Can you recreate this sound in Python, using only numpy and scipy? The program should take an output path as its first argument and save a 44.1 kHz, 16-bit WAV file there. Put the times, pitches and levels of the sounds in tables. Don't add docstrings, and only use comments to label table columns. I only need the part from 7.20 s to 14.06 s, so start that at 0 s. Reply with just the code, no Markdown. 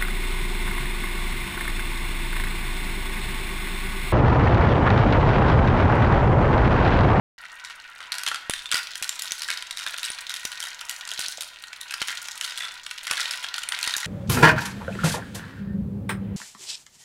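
import sys
import numpy as np
from scipy import signal
from scipy.io import wavfile
from scipy.ndimage import uniform_filter1d

SR = 44100
rng = np.random.default_rng(int(sys.argv[2]) if len(sys.argv) > 2 else 0)


def file_out(sig):
    cols = np.atleast_2d(sig).T
    lim = np.clip(cols, -1, 1)
    pcm = np.round(lim * 32767).astype(np.int16)
    wavfile.write(sys.argv[1], SR, pcm)


N = 302600

# freq_hz, relative gain_db
AIR_COLOUR = [(20, 5), (250, -10.5), (600, -7), (2000, -36.5), (16000, -53)]
# freq_hz, t60_s
ROOM_DECAY = [(200, 1), (1400, 0.57), (4000, 0.56), (9000, 0.31), (16000, 0.44)]
# start_s, relative roll_db, relative skitter_db
MOTION = [(0.37, -44.5, -51.5), (0.79, -46, -53), (1.07, -43, -70), (1.43, -49.5, -44.5), (2.16, -45, -39),
          (2.59, -47.5, -49), (2.72, -44, -37.5), (3.7, -44, -45), (4.04, -43.5, -34), (4.24, -53, -45.5),
          (4.51, -48.5, -50), (4.89, -43, -37), (5.39, -47, -42.5), (5.72, -51, -49), (5.97, -37, -29.5),
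          (6.12, -41, -37), (6.32, -43.5, -39.5), (6.86, -38.5, -35.5)]
# freq_hz, relative gain_db
ROLL_COLOUR = [(100, -15), (400, -12.5), (800, -5), (1300, -2.5), (2000, 1), (3000, 1.5), (5000, -30.5),
               (12000, -13)]
# freq_hz, relative gain_db
SKITTER_COLOUR = [(300, -2.5), (1200, -6), (2500, -2), (3700, 2), (5000, -1), (7000, -4.5), (10000, -5),
                  (13000, -11.5), (16000, -8)]
# pitch_hz, width_hz, relative level_db
BOWL_MODES = [(694, 31, -13), (996, 25, 3), (1220, 45, -49), (1265, 32, 1), (1405, 55, 2), (1523, 47, 2),
              (1612, 39, -3), (1870, 17, 4.5), (1943, 68, -8.5), (2600, 870, -2.5), (2880, 430, -10),
              (3620, 110, 4.5), (3680, 51, 5)]
# pitch_hz, width_hz, relative level_db
TUBE_MODES = [(3500, 35, -1), (3590, 24, 4)]
# start_s, relative level_db, pitch_hz
BUMPS = [(3.918, -41, 640), (4.18, -37, 590)]
# hit_s, relative level_db
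OVERLOADS = [(1.296, -20.5), (1.542, -30), (1.816, -40.5), (2.118, -41), (2.902, -39), (3.251, -32.5),
             (3.991, -36.5), (4.083, -44), (4.817, -31.5), (5.91, -31.5), (6.674, -34), (6.765, -38)]
# start_s, level_db, pitch_hz
CLINKS = [(1.0758, -25, 3240), (1.4576, -30, 3620), (2.1084, -30.5, 6000), (2.207, -36, 4140),
          (2.851, -29, 8250), (2.9023, -29, 9400), (6.2343, -35.5, 3300), (6.4886, -25.5, 9230)]
# start_s, level_db, pitch_hz, first_flight_s
BOUNCES = [(1.2973, -32.5, 3580, .0385), (5.405, -32.5, 3460, 0.018)]
# start_s, level_db, spot_pitch_hz,
# hardness as treble tilt_db_per_octave, chatter_s
KNOCKS = [(0.253, -37.5, 2050, -2.5, 0.0098), (0.4478, -32, 7750, -1, 0.074), (0.804, -34, 1530, -5, 0.067),
          (0.92, -22, 4280, 1.5, 0.036), (0.9831, -26.5, 1620, 1.5, 0.037), (1.034, -26, 1480, 2.5, 0),
          (1.064, -20.5, 3150, -2, 0.026), (1.0853, -23.5, 1640, 3, 0.0066),
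          (1.1142, -24, 1340, -6.5, 0.013), (1.1444, -24, 1340, -0.5, 0.015),
          (1.2967, -22.5, 9500, 3, 0.016), (1.3359, -22, 8300, -0.5, 0.006),
          (1.5151, -19.5, 3220, 1.5, 0.045), (1.524, -19.5, 3330, -3.5, 0.0048),
          (1.543, -18.5, 5070, 0.5, 0.058), (1.755, -27.5, 3300, 2.5, 0.013), (1.825, -23, 2750, 3, 0.029),
          (1.892, -20.5, 7400, 2.5, 0), (1.9943, -27, 3900, 4.5, 0.005), (2.021, -25.5, 7050, 7, 0.048),
          (2.1199, -24, 6500, 5.5, 0.0081), (2.2196, -25.5, 4740, 3, .032),
          (2.2859, -24.5, 1650, -1.5, 0.021), (2.3024, -22, 1530, 0, 0.043),
          (2.373, -29, 4800, -0.5, 0.018), (2.4238, -29, 2490, 1.5, 0.0017),
          (2.509, -25.5, 3640, 1.5, 0.0066), (2.572, -27.5, 3550, 1, 0.078),
          (2.6639, -23, 1660, -2.5, 0.019), (2.7408, -29, 1440, -1.5, 0), (2.7829, -28.5, 3420, 1.5, 0.016),
          (2.8308, -25.5, 3900, 3, 0.056), (2.986, -31.5, 4130, -1.5, 0.0068),
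          (3.0947, -27, 3700, 1, 0.029), (3.14, -26, 3780, 2, 0.028), (3.2519, -23.5, 5700, 4, 0),
          (3.318, -31.5, 3020, -0.5, 0.035), (3.4028, -27.5, 5830, 2, 0.02),
          (3.4264, -27.5, 3100, 3.5, 0.059), (3.6114, -30, 1430, -0.5, 0), (3.695, -24.5, 3080, 6.5, 0.027),
          (3.875, -31, 8600, -0.5, 0), (3.915, -25.5, 3300, 2.5, .016), (3.993, -26, 8200, 4, .055),
          (4.0832, -26.5, 6030, 6, 0.0066), (4.208, -26.5, 3800, 5.5, .025), (4.4381, -32.5, 3980, 0, 0),
          (4.5302, -31, 2430, -2, 0), (4.6124, -30.5, 3670, 7, 0), (4.7085, -27, 2640, 0, 0.014),
          (4.7388, -23.5, 5020, 0, 0), (4.8168, -20.5, 2540, 0.5, 0.0086), (4.8832, -24, 1870, -0.5, 0.049),
          (5.0847, -28.5, 5600, -1, 0), (5.211, -23, 2430, 2.5, 0.034), (5.2476, -26.5, 4400, 2, .06),
          (5.375, -26.5, 3470, 4, 0.035), (5.4056, -30, 1870, -2.5, 0.17), (5.664, -28.5, 2830, -0.5, 0),
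          (5.711, -27, 2800, -0.5, 0), (5.7824, -31.5, 2920, 1, 0.0066), (5.869, -26, 2070, 0.5, 0.089),
          (5.911, -18.5, 2600, 0.5, 0.004), (5.9191, -28.5, 1280, -9.5, 0), (5.9763, -25, 1580, -1, 0.04),
          (5.9974, -24.5, 1820, -0.5, 0.052), (6.1096, -23.5, 5170, 1, 0.041),
          (6.2433, -25.5, 3220, -3.5, 0.001), (6.341, -24, 4700, -2, 0.014),
          (6.3809, -24.5, 1430, 0, 0.014), (6.4346, -26, 2830, -0.5, 0.0066),
          (6.5205, -21.5, 3300, -3, 0.031), (6.5891, -26.5, 2600, 2.5, 0.013),
          (6.6284, -21, 4040, 3.5, 0.055), (6.675, -21.5, 4900, -0.5, 0.02),
          (6.7379, -19.5, 3780, -0.5, 0.021), (6.7658, -23, 6370, 7, 0.02), (6.83, -27, 1910, -2.5, 0.083)]
# freq_hz, relative gain_db
KNOCK_COLOUR = [(100, -27), (400, -24.5), (700, -17), (1000, -10), (1400, 0), (2000, 0.5), (2600, 1),
                (3600, 1), (5000, -3), (7000, -7), (9500, -7.5), (12000, -15.5), (16000, -31)]

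FLIGHT_SHARE, LANDING_STEP_DB = 0.68, -0.86
REBOUND_GAP_S, GAP_SPREAD, REBOUND_DB, CHATTER_FADE_DB = 0.0105, 0.4, -5, -5.5
SPOT_LOW_HZ, SPOT_HIGH_HZ, REBOUND_SPREAD_DB = 1315, 5830, 4
SOFTER_DB_PER_OCTAVE, TILT_SPREAD_DB = -1, 0
START_S, EDGE_HZ = 0.181, 16100


def amp(db):
    return 10 ** (np.asarray(db) / 20)


def evened(x):
    return x / np.sqrt(np.mean(x ** 2) + 1e-20)


def read(points, hz):
    f, value = np.transpose(points)
    return np.interp(np.log(hz + 1), np.log(f + 1), value)


def add(mix, s, sound):
    part = mix[max(round(s * SR), 0):][:len(sound)]
    part += sound[:len(part)]


def scatter(count):
    return 2 * rng.random(count) - 1


def causal(gain_db):
    mirrored_db = np.concatenate([gain_db, gain_db[-2:0:-1]])
    log_gain = np.log(amp(mirrored_db))
    return np.fft.ifft(np.exp(np.conj(signal.hilbert(log_gain)))).real


def coloured(x, colour, size=2048):
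    response = causal(read(colour, np.fft.rfftfreq(size, 1 / SR)))
    return signal.oaconvolve(x, response)[:N]


def at_level(hit, db, size=220):
    return amp(db) * hit / np.sqrt(np.mean(hit[:size] ** 2))


def indoor_air(air_db=-68):
    return amp(air_db) * evened(coloured(rng.standard_normal(N), AIR_COLOUR))


def echoes(first_s=0.0022, size=26400, count=2400):
    taps, step = np.zeros(size), size // count
    places = np.arange(count) * step + rng.integers(0, step, count)
    taps[places] = rng.choice([-1., 1.], count)
    taps *= np.arange(size) > first_s * SR
    hz, t, bands = signal.stft(taps, SR)
    decay = amp(-60 * t / read(ROOM_DECAY, hz)[:, None])
    tail = signal.istft(bands * decay, SR)[1]
    return tail / np.linalg.norm(tail)


def room(x, laps_per_s=1.7, count=5):
    lap = laps_per_s * np.arange(N) / SR
    facing = [np.cos(2 * np.pi * (lap - k / count)) for k in range(count)]
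    shares = np.maximum(np.array(facing), 0) ** 2
    shares /= np.linalg.norm(shares, axis=0)
    return sum(signal.oaconvolve(x * share, echoes())[:N] for share in shares)


def contact(snap_s, size=1024):
    t = np.arange(size) / SR
    rise_s, linger_s, linger_db = 0.0004, 0.004, -16
    decay = np.exp(-t / snap_s) + amp(linger_db) * np.exp(-t / linger_s)
    return rng.standard_normal(size) * (1 - np.exp(-t / rise_s)) * decay


def ring(x, modes, laps_per_s=0):
    out, lap = np.zeros(N), laps_per_s * np.arange(N) / SR
    for k, (hz, width, db) in enumerate(modes):
        reach = 1 - np.sin(np.pi * (k + 2) * lap) ** 2 / 2
        mode = signal.lfilter(*signal.iirpeak(hz, hz / width, SR), x * reach)
        out += (-1) ** k * amp(db) * mode
    return out


def skips(per_s, spread_db, snap_s, low_hz, high_hz, count=24, size=3000):
    strength = amp(spread_db * np.minimum(rng.exponential(1, N), 2))
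    strength *= rng.random(N) < per_s / SR
    spot, train = rng.integers(0, count, N), np.zeros(N)
    for k, hz in enumerate(np.geomspace(low_hz, high_hz, count)):
        tick = signal.lfilter(*signal.iirpeak(hz, 2, SR), contact(snap_s))
        train += signal.oaconvolve(strength * (spot == k), evened(tick))[:N]
    running_power = uniform_filter1d(train ** 2, size)
    return train / np.sqrt(running_power + 1e-9)


def stirring(settle_s=0.012, size=16384):
    power, t = np.zeros(N), np.arange(size) / SR
    for s, db, _, _, chatter_s in KNOCKS:
        settling = np.exp(-np.maximum(t - chatter_s, 0) / settle_s)
        add(power, s, (amp(db) * settling) ** 2)
    return np.sqrt(power)


def rolling(roll_db=-1, skitter_db=-1, shell_db=-11, stirred_roll_db=-18, stirred_skitter_db=-23):
    s, roll, skitter = np.transpose(MOTION)
    t, stirred = np.arange(N) / SR, stirring()
    drumming = skips(per_s=420, spread_db=4, snap_s=0.0015, low_hz=986, high_hz=3470)
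    drumming = coloured(drumming, ROLL_COLOUR)
    ticks = skips(per_s=110, spread_db=6, snap_s=0.00038, low_hz=2100, high_hz=11100)
    ticks = coloured(ticks, SKITTER_COLOUR)
    drone = evened(ring(drumming, BOWL_MODES, laps_per_s=0.7) + amp(shell_db) * drumming)
    roll_gain = np.hypot(amp(np.interp(t, s, roll) + roll_db), amp(stirred_roll_db) * stirred)
    skitter_gain = np.hypot(amp(np.interp(t, s, skitter) + skitter_db), amp(stirred_skitter_db) * stirred)
    return drone * roll_gain + evened(ticks) * skitter_gain


def bumps(size=4096):
    out, t = np.zeros(N), np.arange(size) / SR
    ring_s, rise_s = 0.004, 0.001
    envelope = np.exp(-t / ring_s) * (1 - np.exp(-t / rise_s))
    for s, db, hz in BUMPS:
        scuff = evened(signal.lfilter(*signal.iirpeak(hz, 1.5, SR), rng.standard_normal(size)))
        note = np.sin(2 * np.pi * hz * t) / 2
        add(out, s, amp(db) * (note + scuff) * envelope)
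    return out


def overloads(pulse_s=0.00012, delay_s=0.00092, gain_db=9, tail_db=-42, tail_s=0.11, tail_hz=32, size=16384):
    out, t = np.zeros(N), np.arange(size) / SR
    pulse = -t / pulse_s * np.exp(1 - t / pulse_s)
    lowpass = signal.butter(2, tail_hz, fs=SR)
    for s, db in OVERLOADS:
        tail = evened(signal.lfilter(*lowpass, rng.standard_normal(size))) * np.exp(-t / tail_s)
        add(out, s + delay_s, amp(db + gain_db) * (pulse + amp(tail_db) * tail))
    return out


def clink(db, hz, ring_cycles=8, tick_db=-4, size=1024):
    t, rise_s = np.arange(size) / SR, 0.0003
    colour = causal(read(KNOCK_COLOUR, np.fft.rfftfreq(size, 1 / SR)))
    envelope = np.exp(-t * hz / ring_cycles) * (1 - np.exp(-t / rise_s))
    note = np.sin(2 * np.pi * hz * t) * envelope
    tick = signal.fftconvolve(contact(snap_s=0.00022), colour)[:size]
    return at_level(note, db) + at_level(tick, db + tick_db)


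def clinks(count=5):
    out = np.zeros(N)
    for s, db, hz in CLINKS:
        add(out, s, clink(db, hz))
    for s, db, hz, flight_s in BOUNCES:
        for k in range(count):
            add(out, s, clink(db + k * LANDING_STEP_DB, hz))
            s += flight_s * FLIGHT_SHARE ** k
    return out


def blow(db, spot_hz, tilt, spot_db=7, spot_width=0.061, pivot_hz=3700, size=1024):
    hz = np.fft.rfftfreq(size, 1 / SR)
    octaves = np.log2(np.maximum(hz, 1000) / pivot_hz)
    spot = amp(spot_db) / (1 + ((hz - spot_hz) / (spot_width * spot_hz)) ** 2)
    colour = causal(read(KNOCK_COLOUR, hz) + tilt * octaves + 20 * np.log10(1 + spot))
    burst = contact(snap_s=0.0019 * amp(-tilt))
    return at_level(signal.fftconvolve(burst, colour), db)


def knocks(count=8):
    out = np.zeros(N)
    for s, db, spot_hz, tilt, chatter_s in KNOCKS:
        add(out, s, blow(db, spot_hz, tilt))
        lags = np.cumsum(REBOUND_GAP_S * (1 + GAP_SPREAD * scatter(count)))
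        spots = SPOT_LOW_HZ * (SPOT_HIGH_HZ / SPOT_LOW_HZ) ** rng.random(count)
        fades = CHATTER_FADE_DB * lags / (chatter_s + REBOUND_GAP_S)
        levels = db + REBOUND_DB + fades + REBOUND_SPREAD_DB * scatter(count)
        tilts = tilt + SOFTER_DB_PER_OCTAVE + TILT_SPREAD_DB * scatter(count)
        for lag, *rebound in zip(lags, levels, spots, tilts):
            still_chattering = lag < chatter_s
            add(out, s + lag, blow(*rebound) * still_chattering)
    return out


def scene(bowl_db=-7, room_db=-7):
    knocking, clinking = knocks(), clinks()
    bowl = amp(bowl_db) * ring(knocking, BOWL_MODES)
    tube = ring(clinking, TUBE_MODES)
    toy = knocking + bowl + clinking + tube + rolling() + bumps()
    air = indoor_air()
    return (toy + amp(room_db) * room(toy) + overloads() + air)[None]


def record(dry):
    live = dry * (np.arange(N) > START_S * SR)
    lowpass = signal.firwin(255, EDGE_HZ, window=("kaiser", 9), fs=SR)
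    return signal.oaconvolve(live, lowpass[None], "same")


dry = scene()
out = record(dry)
file_out(out)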